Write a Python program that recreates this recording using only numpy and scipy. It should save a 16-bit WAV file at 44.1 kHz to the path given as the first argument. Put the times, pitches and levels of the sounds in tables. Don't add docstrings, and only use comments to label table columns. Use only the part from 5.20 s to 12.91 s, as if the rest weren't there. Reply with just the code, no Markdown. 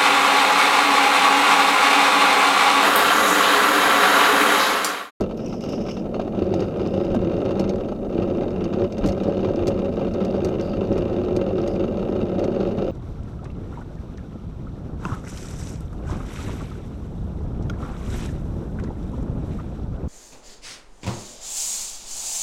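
import sys
import numpy as np
from scipy import signal
from scipy.fft import rfft, irfft
from scipy.io import wavfile
from scipy.ndimage import uniform_filter1d

SR = 44100
rng = np.random.default_rng(int(sys.argv[2]) if len(sys.argv) > 2 else 0)


def store_wav(level_fs):
    pcm = np.round(np.clip(np.atleast_2d(level_fs), -1, 1) * 32767)
    wavfile.write(sys.argv[1], SR, pcm.T.astype(np.int16))


N = 340011

# t/s at the peak, level/dB over the breeze
WIND_PUFFS = [(.02, 8.9), (1.96, 11), (2.53, 6.6), (3.87, 14.5), (4.49, 4.7), (5.78, 6)]
# t/s, length/s, first f/Hz, last f/Hz, level/dB
RAIL_SQUEALS = [(.257, 0.033, 2650, 2615, -51), (0.683, 0.03, 2170, 2400, -50),
                (5.49, .03, 4790, 4740, -53), (5.515, .06, 4600, 4500, -59)]
# t/s, length/s, f/Hz, level/dB
RAIL_BRUSHES = [(0.259, 0.009, 5750, -47), (1.302, 0.22, 4800, -59), (1.54, 0.4, 5060, -61.5),
                (5.397, 0.096, 4640, -54.5), (6.467, 0.1, 4900, -56.5)]
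# t/s, level/dB
SCRAPE_CURVE = [(.165, -58.5), (.35, -49.5), (.39, -58), (.44, -47), (.53, -46.5), (.65, -54), (.695, -42),
                (.78, -53), (.84, -65)]
# t/s, force/dB
GRIT_CRACKS = [(.172, -42.5), (.282, -44), (.437, -40), (.490, -38), (.524, -41)]
# t/s, force/dB
PART_CLICKS = [(1.673, -45), (1.849, -47), (2.252, -47.5), (2.558, -46), (4.359, -45), (4.591, -50),
               (5.109, -48), (5.411, -43), (5.727, -49), (6.416, -48)]
# t/s, force/dB
WHEEL_DROPS = [(.007, -21.5), (0.339, -25), (.578, -32), (.866, -37), (0.962, -26.5), (.995, -22),
               (1.077, -25), (1.134, -26.5), (1.338, -20), (1.945, -20), (2.366, -28), (2.399, -27),
               (2.721, -27), (2.862, -28), (3.04, -29), (3.416, -30), (3.85, -29), (4.245, -29),
               (4.283, -28), (4.474, -31), (4.502, -23), (5.141, -28), (5.263, -30), (5.629, -23),
               (6.187, -23), (6.496, -30), (7.226, -28), (7.294, -28)]
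# t/s, f/Hz, level/dB
SHELL_THUMPS = [(.002, 372, -19.5), (1.216, 348, -16.5), (1.311, 365, -16.5), (1.411, 408, -17.5),
                (1.957, 232, -14.5), (2.400, 313, -23), (3.013, 360, -20.5), (3.175, 221, -19),
                (3.41, 349, -25), (3.622, 384, -16.5), (3.851, 300, -15), (4.076, 190, -30),
                (4.226, 364, -16), (4.277, 365, -19), (4.413, 365, -18.5), (4.478, 340, -14),
                (5.009, 205, -17), (5.136, 342, -37), (5.248, 366, -13.5), (5.587, 366, -18),
                (5.701, 339, -16), (5.778, 163, -18), (5.893, 532, -19.5), (5.975, 360, -19.5),
                (6.118, 371, -20.5), (6.345, 351, -19), (6.619, 357, -20), (6.798, 193, -18),
                (7.028, 220, -17)]
# t/s, clack force/dB, crunch force/dB, thud force/dB
METAL_KNOCKS = [(.0074, -40, -41, -13.5), (.408, -43, -50, -44), (1.3388, -34.5, -51, -22),
                (1.4028, -36, -52, -22), (1.945, -54, -44, -29), (2.395, -32.5, -40, -13),
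                (2.4928, -35, -51, -21), (3.441, -39, -59, -37), (3.7228, -40, -62, -38),
                (3.7815, -39.5, -52, -27), (3.86, -38, -39, -18), (3.873, -41, -43, -24),
                (3.886, -35, -42, -21), (3.921, -40, -58, -25), (4.0342, -38, -54, -31),
                (4.078, -51, -58, -12.5), (4.47, -33, -38, -38), (4.479, -31, -39, -11),
                (4.9375, -42, -60, -29), (5.048, -36.5, -51, -33), (5.246, -36, -40, -24),
                (5.289, -54, -54, -28), (5.711, -63, -66, -15), (5.778, -41, -49, -24),
                (6.163, -35.5, -45, -15), (6.4751, -37.5, -49, -16.5), (7.192, -42.5, -54, -25),
                (7.2412, -38, -51, -39)]
# t/s, force/dB
BIG_JOLTS = [(.109, -38), (0.192, -41.5), (0.325, -37.5), (0.437, -39.5), (.531, -37.5), (.664, -38.5),
             (.683, -34.5), (0.768, -36), (0.942, -35.5), (.995, -34), (1.013, -36), (1.074, -43),
             (1.421, -34), (1.738, -35.5), (1.944, -37.5), (2.114, -39), (2.307, -32.5), (2.685, -37.5),
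             (3.019, -36.5), (3.534, -33), (3.642, -36), (3.839, -32), (4.246, -33.5), (4.286, -38),
             (4.59, -38), (4.654, -38.5), (4.793, -38), (5.003, -37), (5.141, -41), (5.533, -37),
             (5.928, -39.5), (6.639, -39), (7.003, -41), (7.318, -40), (7.408, -36.5), (7.583, -37)]
# t/s, load/dB over steady towing
WHEEL_LOAD = [(0, 4), (.07, -5), (.42, -6.5), (.47, -3), (.77, -4.5), (.86, -5.5), (.96, -4), (1.12, -4.5),
              (1.19, 0), (2.48, .5), (2.68, -4.5), (2.88, -6), (2.96, -0.5), (3.65, -0.5), (3.685, -5.5),
              (3.78, -3), (3.85, -0.5), (7.71, -0.5)]
# t/s at the middle, length/s, added load/dB
LOAD_SURGES = [(3.62, 0.14, 1.5), (3.88, 0.11, 4), (4.25, 0.22, 1), (5.265, 0.1, 2.5), (5.8, 0.43, 1.5)]
# t/s at the middle, level change/dB
SMOOTH_LULLS = [(3.13, 0), (3.7, -3), (4.35, -2), (4.72, -4), (4.92, -4), (5.11, -2), (5.665, -4),
                (6.04, -2), (6.66, -0.5), (6.85, -2), (7.45, -1)]

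# f/Hz, width/Hz, gain/dB
SHELL_RESONANCES = [(192, 25, 13), (232, 8.3, 1.5), (358.5, 59.4, 12), (441.4, 27, 6), (557.3, 61, 13.3),
                    (719, 58, 6), (794, 44, 10), (1232, 79, 4)]
STEEL_RESONANCES = [(1301, 130, 9), (1570, 67, 8.5), (1874, 25, 10), (2088, 77, 7), (2414, 140, 7.5),
                    (2725, 82, 9), (2970, 44, 7), (3750, 160, 8), (4280, 36, 9.5), (4640, 51, 7.5),
                    (6400, 160, 11)]
FITTING_VOICES = [(2300, 1100, 6), (5000, 2800, 6.5)]
CATCH_RESONANCES = [(2784, 280, 1), (3667, 260, -1.5)]

# f/Hz, relative level/dB
HISS_COLOUR = [(500, 6.5), (3000, -10.5), (6000, -6), (8000, -11), (11000, -16), (13300, -15), (15000, -15)]
WIND_COLOUR = [(10, -17.5), (22, -3.5), (35, 3.5), (50, 0.5), (70, -13), (150, -25.5), (1000, -64),
               (5000, -99)]
BOOM_COLOUR = [(30, -30.5), (68, -23), (84, -1.5), (97, 1), (118, -7.5), (170, -20.5), (600, -73)]
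RASP_COLOUR = [(800, -25), (1900, -12), (2900, 6), (3250, -4), (3700, -8), (4100, -18), (4550, -9),
               (5050, 5), (5550, 6.5), (5950, -3), (6450, -1), (6750, -19), (7400, -13), (8800, -27),
               (10200, -21), (11000, -33), (12200, -23), (14500, -29)]
GRIT_COLOUR = [(2000, -9), (5500, 12), (8000, -5), (11000, -10), (12500, -6), (15000, -8)]
CLUNK_COLOUR = [(250, -15), (620, 10), (1000, -5), (1400, -16), (1800, -26.5), (6000, -51.5)]
CLACK_COLOUR = [(300, -8), (1000, -21), (2000, 4.5), (3500, 1.5), (5400, 7.5), (7000, -3.5), (8500, -12.5),
                (11000, -20), (13500, -19.5), (15000, -24)]
CRUNCH_COLOUR = [(1500, -2.5), (5500, 6), (8500, -1), (11000, -9), (13500, -10.5), (15000, -9)]
CHATTER_COLOUR = [(300, -7.5), (900, 5.5), (1400, 3.5), (1750, -18.5), (2800, 3.5), (3800, -5), (5000, -6),
                  (6300, -13), (7500, -21.5), (10500, -30), (15000, -38)]
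ROAR_COLOUR = [(300, -14), (700, 2.5), (1000, 0), (1400, -6.5), (1750, -17), (2800, -15), (4000, -24),
               (6500, -33), (10000, -50.5)]
RUSH_COLOUR = [(60, -15.5), (140, -4.5), (175, -1), (225, 5.5), (265, -3), (470, -5), (640, -8.5),
               (900, -26.5), (1500, -40.5), (5000, -77)]
SHELL_COLOUR = [(60, -26), (110, -10), (140, -2.5), (270, -0.5), (410, -2), (520, -4), (660, -10.5),
                (880, -22.5), (1200, -28), (1700, -33), (3000, -53), (15000, -83)]


def from_db(db):
    return 10 ** (np.asarray(db) / 20)


def rms_one(x):
    return x / np.sqrt(np.mean(x ** 2) + 1e-20)


def steady(x, window=3500):
    return x / np.sqrt(np.maximum(uniform_filter1d(x ** 2, window), 0) + 1e-12)


def in_time(curve):
    return np.interp(np.arange(N) / SR, *np.transpose(curve))


def swells(rows):
    t = np.arange(N) / SR
    return sum(height * np.cos(np.pi * np.clip((t - middle) / length, -.5, .5))
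               for middle, length, height in rows)


def drift(per_s):
    knots = rng.standard_normal(N // 20)
    return np.interp(np.arange(N) / SR * per_s, np.arange(len(knots)), knots) * np.sqrt(3 / 2)


def pulses(per_s):
    return np.diff(np.floor(np.cumsum(per_s) / SR), prepend=0)


def taps(times, force_db):
    out = np.zeros(N)
    np.add.at(out, np.clip((times * SR).astype(int), 0, N - 1), from_db(force_db))
    return out


def buzz(blows, t60, rise_s=.0027):
    power = signal.lfilter([1], [1, -from_db(-120 / (t60 * SR))], blows ** 2 + 1e-18)
    lag = np.exp(-1 / (rise_s * SR))
    return np.sqrt(signal.lfilter([1 - lag], [1, -lag], power)) * rng.standard_normal(N)


def pole_pair(hz, width_hz):
    radius = np.exp(-np.pi * width_hz / SR)
    return [1, -2 * radius * np.cos(2 * np.pi * hz / SR), radius ** 2]


def resonance(x, hz, width_hz):
    poles = pole_pair(hz, width_hz)
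    return signal.lfilter(np.array([1, 0, -1]) * (1 - poles[2]) / 2, poles, x + 1e-18)


def body(force, colour, modes=(), size=2 ** 14):
    hz = np.maximum(np.arange(size // 2 + 1) * SR / size, 1)
    colour_hz, colour_db = np.transpose(colour)
    db = np.interp(np.log(hz), np.log(colour_hz), colour_db)
    for centre, width, lift in modes:
        db += lift / (1 + (2 * (hz - centre) / width) ** 2)
    cepstrum = irfft(np.log(rms_one(from_db(db))), size)
    cepstrum[1:size // 2] *= 2
    cepstrum[size // 2 + 1:] = 0
    response = irfft(np.exp(rfft(cepstrum)), size)
    return signal.oaconvolve(force, response[:size // 2])[:N]


def noise(colour, modes=()):
    return body(rng.standard_normal(N), colour, modes)


def hiss():
    return from_db(-62.5) * noise(HISS_COLOUR)


def wind(rise_db_per_s=.69, puff_s=.21):
    breeze_db = -42.5 + rise_db_per_s * np.arange(N) / SR + 1.4 * drift(3.4)
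    puff_db = swells([(s, puff_s, db) for s, db in WIND_PUFFS])
    return from_db(breeze_db + puff_db) * steady(noise(WIND_COLOUR), window=10000)


def track_boom(load_db):
    return from_db(-34 + 2.13 * load_db) * steady(noise(BOOM_COLOUR), window=7000)


def squeals():
    out = np.zeros(N)
    waver_hz = 150 * drift(900)
    tremble = 1 + .5 * drift(900)
    for start, length, first_hz, last_hz, db in RAIL_SQUEALS:
        progress = np.clip((np.arange(N) / SR - start) / length, 0, 1)
        hz = first_hz + (last_hz - first_hz) * progress + waver_hz
        envelope = 2 * np.minimum(10 * progress, 1) * np.sqrt(1 - progress)
        out += from_db(db) * envelope * np.sin(2 * np.pi * np.cumsum(hz) / SR)
    return tremble * out


def brushes():
    out = np.zeros(N)
    for start, length, hz, db in RAIL_BRUSHES:
        progress = np.clip((np.arange(N) / SR - start) / length, 0, 1)
        ring = rms_one(resonance(rng.standard_normal(N), hz, width_hz=330))
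        out += from_db(db) * np.sqrt(np.abs(np.sin(np.pi * progress))) * ring
    return out


def scrape(slips_per_s=790):
    t = np.arange(N) / SR
    touching = (t > SCRAPE_CURVE[0][0]) & (t < SCRAPE_CURVE[-1][0])
    slips = (rng.random(N) < slips_per_s / SR) * rng.exponential(1, N)
    rasp = steady(body(buzz(slips, t60=.016), RASP_COLOUR))
    cracks = taps(*np.transpose(GRIT_CRACKS))
    grit = body(buzz(cracks, t60=.013), GRIT_COLOUR)
    return touching * from_db(in_time(SCRAPE_CURVE)) * rasp + grit


def clicks(load_db, fine_per_s=12):
    struck = rng.random(N) < fine_per_s * from_db(2 * load_db) / SR
    fine = struck * from_db(-56 + rng.uniform(-3, 3, N))
    blows = taps(*np.transpose(PART_CLICKS)) + fine
    return from_db(6.5) * body(buzz(blows, t60=.014, rise_s=.0004), CLACK_COLOUR)


def clunks():
    blows = taps(*np.transpose(WHEEL_DROPS))
    return body(buzz(blows, t60=.046, rise_s=.00067), CLUNK_COLOUR, STEEL_RESONANCES)


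def shell(force, spread_hz=190):
    for hz, _, _ in SHELL_RESONANCES:
        poles = pole_pair(hz, spread_hz)
        force = signal.lfilter(poles[::-1], poles, force + 1e-18)
    return body(force, SHELL_COLOUR, SHELL_RESONANCES)


def thumps(swell_s=.008, heave_hz=98):
    out = np.zeros(N)
    age = np.arange(SR // 5) / SR
    envelope = age / swell_s * np.exp(1 - age / swell_s)
    heave = from_db(-9) * np.sin(2 * np.pi * heave_hz * age)
    for s, hz, db in SHELL_THUMPS:
        start = int(s * SR)
        thump = from_db(db) * envelope * (np.sin(2 * np.pi * hz * age) + heave)
        out[start:start + len(age)] += thump[:N - start]
    return out


def knocks(grains_per_s=2500):
    s, clack_db, crunch_db, thud_db = np.transpose(METAL_KNOCKS)
    blows = taps(s, clack_db)
    clack = body(buzz(blows, t60=.038, rise_s=.0007), CLACK_COLOUR, STEEL_RESONANCES)
    grains = rms_one((rng.random(N) < grains_per_s / SR) * 1.0)
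    crunch = body(buzz(taps(s, crunch_db), t60=.055, rise_s=.001) * grains, CRUNCH_COLOUR)
    clatter = body(buzz(blows, t60=.01), ROAR_COLOUR, STEEL_RESONANCES)
    thud = shell(taps(s, thud_db))
    return clack + crunch + from_db(-1.5) * clatter + from_db(23.5) * thud


def jolts(load_db, small_per_s=7):
    struck = pulses(small_per_s * np.exp(.7 * drift(12)))
    small = struck * from_db(-40.5 + load_db + 2.5 * rng.uniform(-1.1, 1, N))
    big = taps(*np.transpose(BIG_JOLTS))
    rattle = body(buzz(big + small, t60=.023, rise_s=.0048), CHATTER_COLOUR, STEEL_RESONANCES)
    clatter = body(buzz(big + small, t60=.033, rise_s=.002), ROAR_COLOUR, STEEL_RESONANCES)
    thud = shell(big + from_db(-6.5) * small)
    return from_db(.5) * rattle + from_db(4.5) * clatter + from_db(34) * thud


def fittings(bumps):
    shaken = rng.integers(0, len(FITTING_VOICES), N)
    ticks = [buzz(bumps * (shaken == k), t60=.014, rise_s=.0016) for k in range(len(FITTING_VOICES))]
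    ticking = sum(body(tick, CHATTER_COLOUR, STEEL_RESONANCES + [voice])
                  for tick, voice in zip(ticks, FITTING_VOICES))
    catch = sum(from_db(db) * resonance(resonance(bumps, hz, width), hz, width)
                for hz, width, db in CATCH_RESONANCES)
    grit = noise(CHATTER_COLOUR, STEEL_RESONANCES)
    return steady(rms_one(ticking) + from_db(-3) * rms_one(catch) + from_db(-11) * grit)


def chassis_roar(bumps):
    grain = rms_one(buzz(bumps, t60=.033)) + from_db(-10) * rng.standard_normal(N)
    return steady(body(grain, ROAR_COLOUR, STEEL_RESONANCES))


def flexing(ring, pitch_share=.015):
    position = np.cumsum(1 + pitch_share * drift(9))
    return np.interp(position * (N - 1) / position[-1], np.arange(N), ring)


def rumble(bumps, level_db, ring_from_db=-28.25, ring_range_db=6.5):
    ring_share = np.clip((level_db - ring_from_db) / ring_range_db, .05, 1)
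    push = rms_one(bumps * rng.choice([-1, 1], N)) + from_db(.5) * rng.standard_normal(N)
    drum = steady(flexing(shell(push)), window=2600)
    rush = steady(noise(RUSH_COLOUR), window=2600)
    return from_db(level_db) * (np.sqrt(ring_share) * drum + np.sqrt(1 - ring_share) * rush)


def wheel_bumps(bumps_per_s=86, judders_per_s=34):
    judder_cycles = np.cumsum(judders_per_s * np.exp(.2473 * drift(22))) / SR
    judder_db = 5 * np.sin(2 * np.pi * judder_cycles)
    struck = pulses(bumps_per_s * np.exp(.16 * drift(90)))
    return struck * from_db(judder_db + 2.5 * rng.uniform(-2.04, 1, N))


def rolling(load_db, turns_per_s=5, high_spot_s=.02, settle_below_db=-3.5):
    bumps = wheel_bumps()
    chatter = fittings(bumps)
    roar = chassis_roar(bumps)
    throb = np.cos(2 * np.pi * turns_per_s * (np.arange(N) / SR - high_spot_s))
    uneven_db = 1.2 * drift(18)
    settle_db = 3.7 * np.maximum(settle_below_db - load_db, 0)
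    shake_db = 1.8 * throb + uneven_db - settle_db
    lull_db = swells([(s, .049, db) for s, db in SMOOTH_LULLS])
    rumble_db = -22.75 + load_db + .57 * throb + .5 * uneven_db + .9 * drift(13) + lull_db
    chatter_db = -51.5 + .69 * load_db + shake_db
    roar_db = -43.5 + .97 * load_db + .7 * shake_db + lull_db
    return rumble(bumps, rumble_db) + from_db(chatter_db) * chatter + from_db(roar_db) * roar


def scene():
    load_db = in_time(WHEEL_LOAD) + swells(LOAD_SURGES)
    sled = rolling(load_db) + jolts(load_db) + knocks() + clunks() + thumps() + clicks(load_db)
    rail = scrape() + brushes() + squeals()
    background = track_boom(load_db) + hiss() + wind()
    return (sled + rail + background)[None, :]


def record(dry, cutoff_hz=15300):
    return signal.sosfilt(signal.ellip(10, .1, 80, cutoff_hz, fs=SR, output="sos"), dry)


dry = scene()
out = record(dry)
store_wav(out)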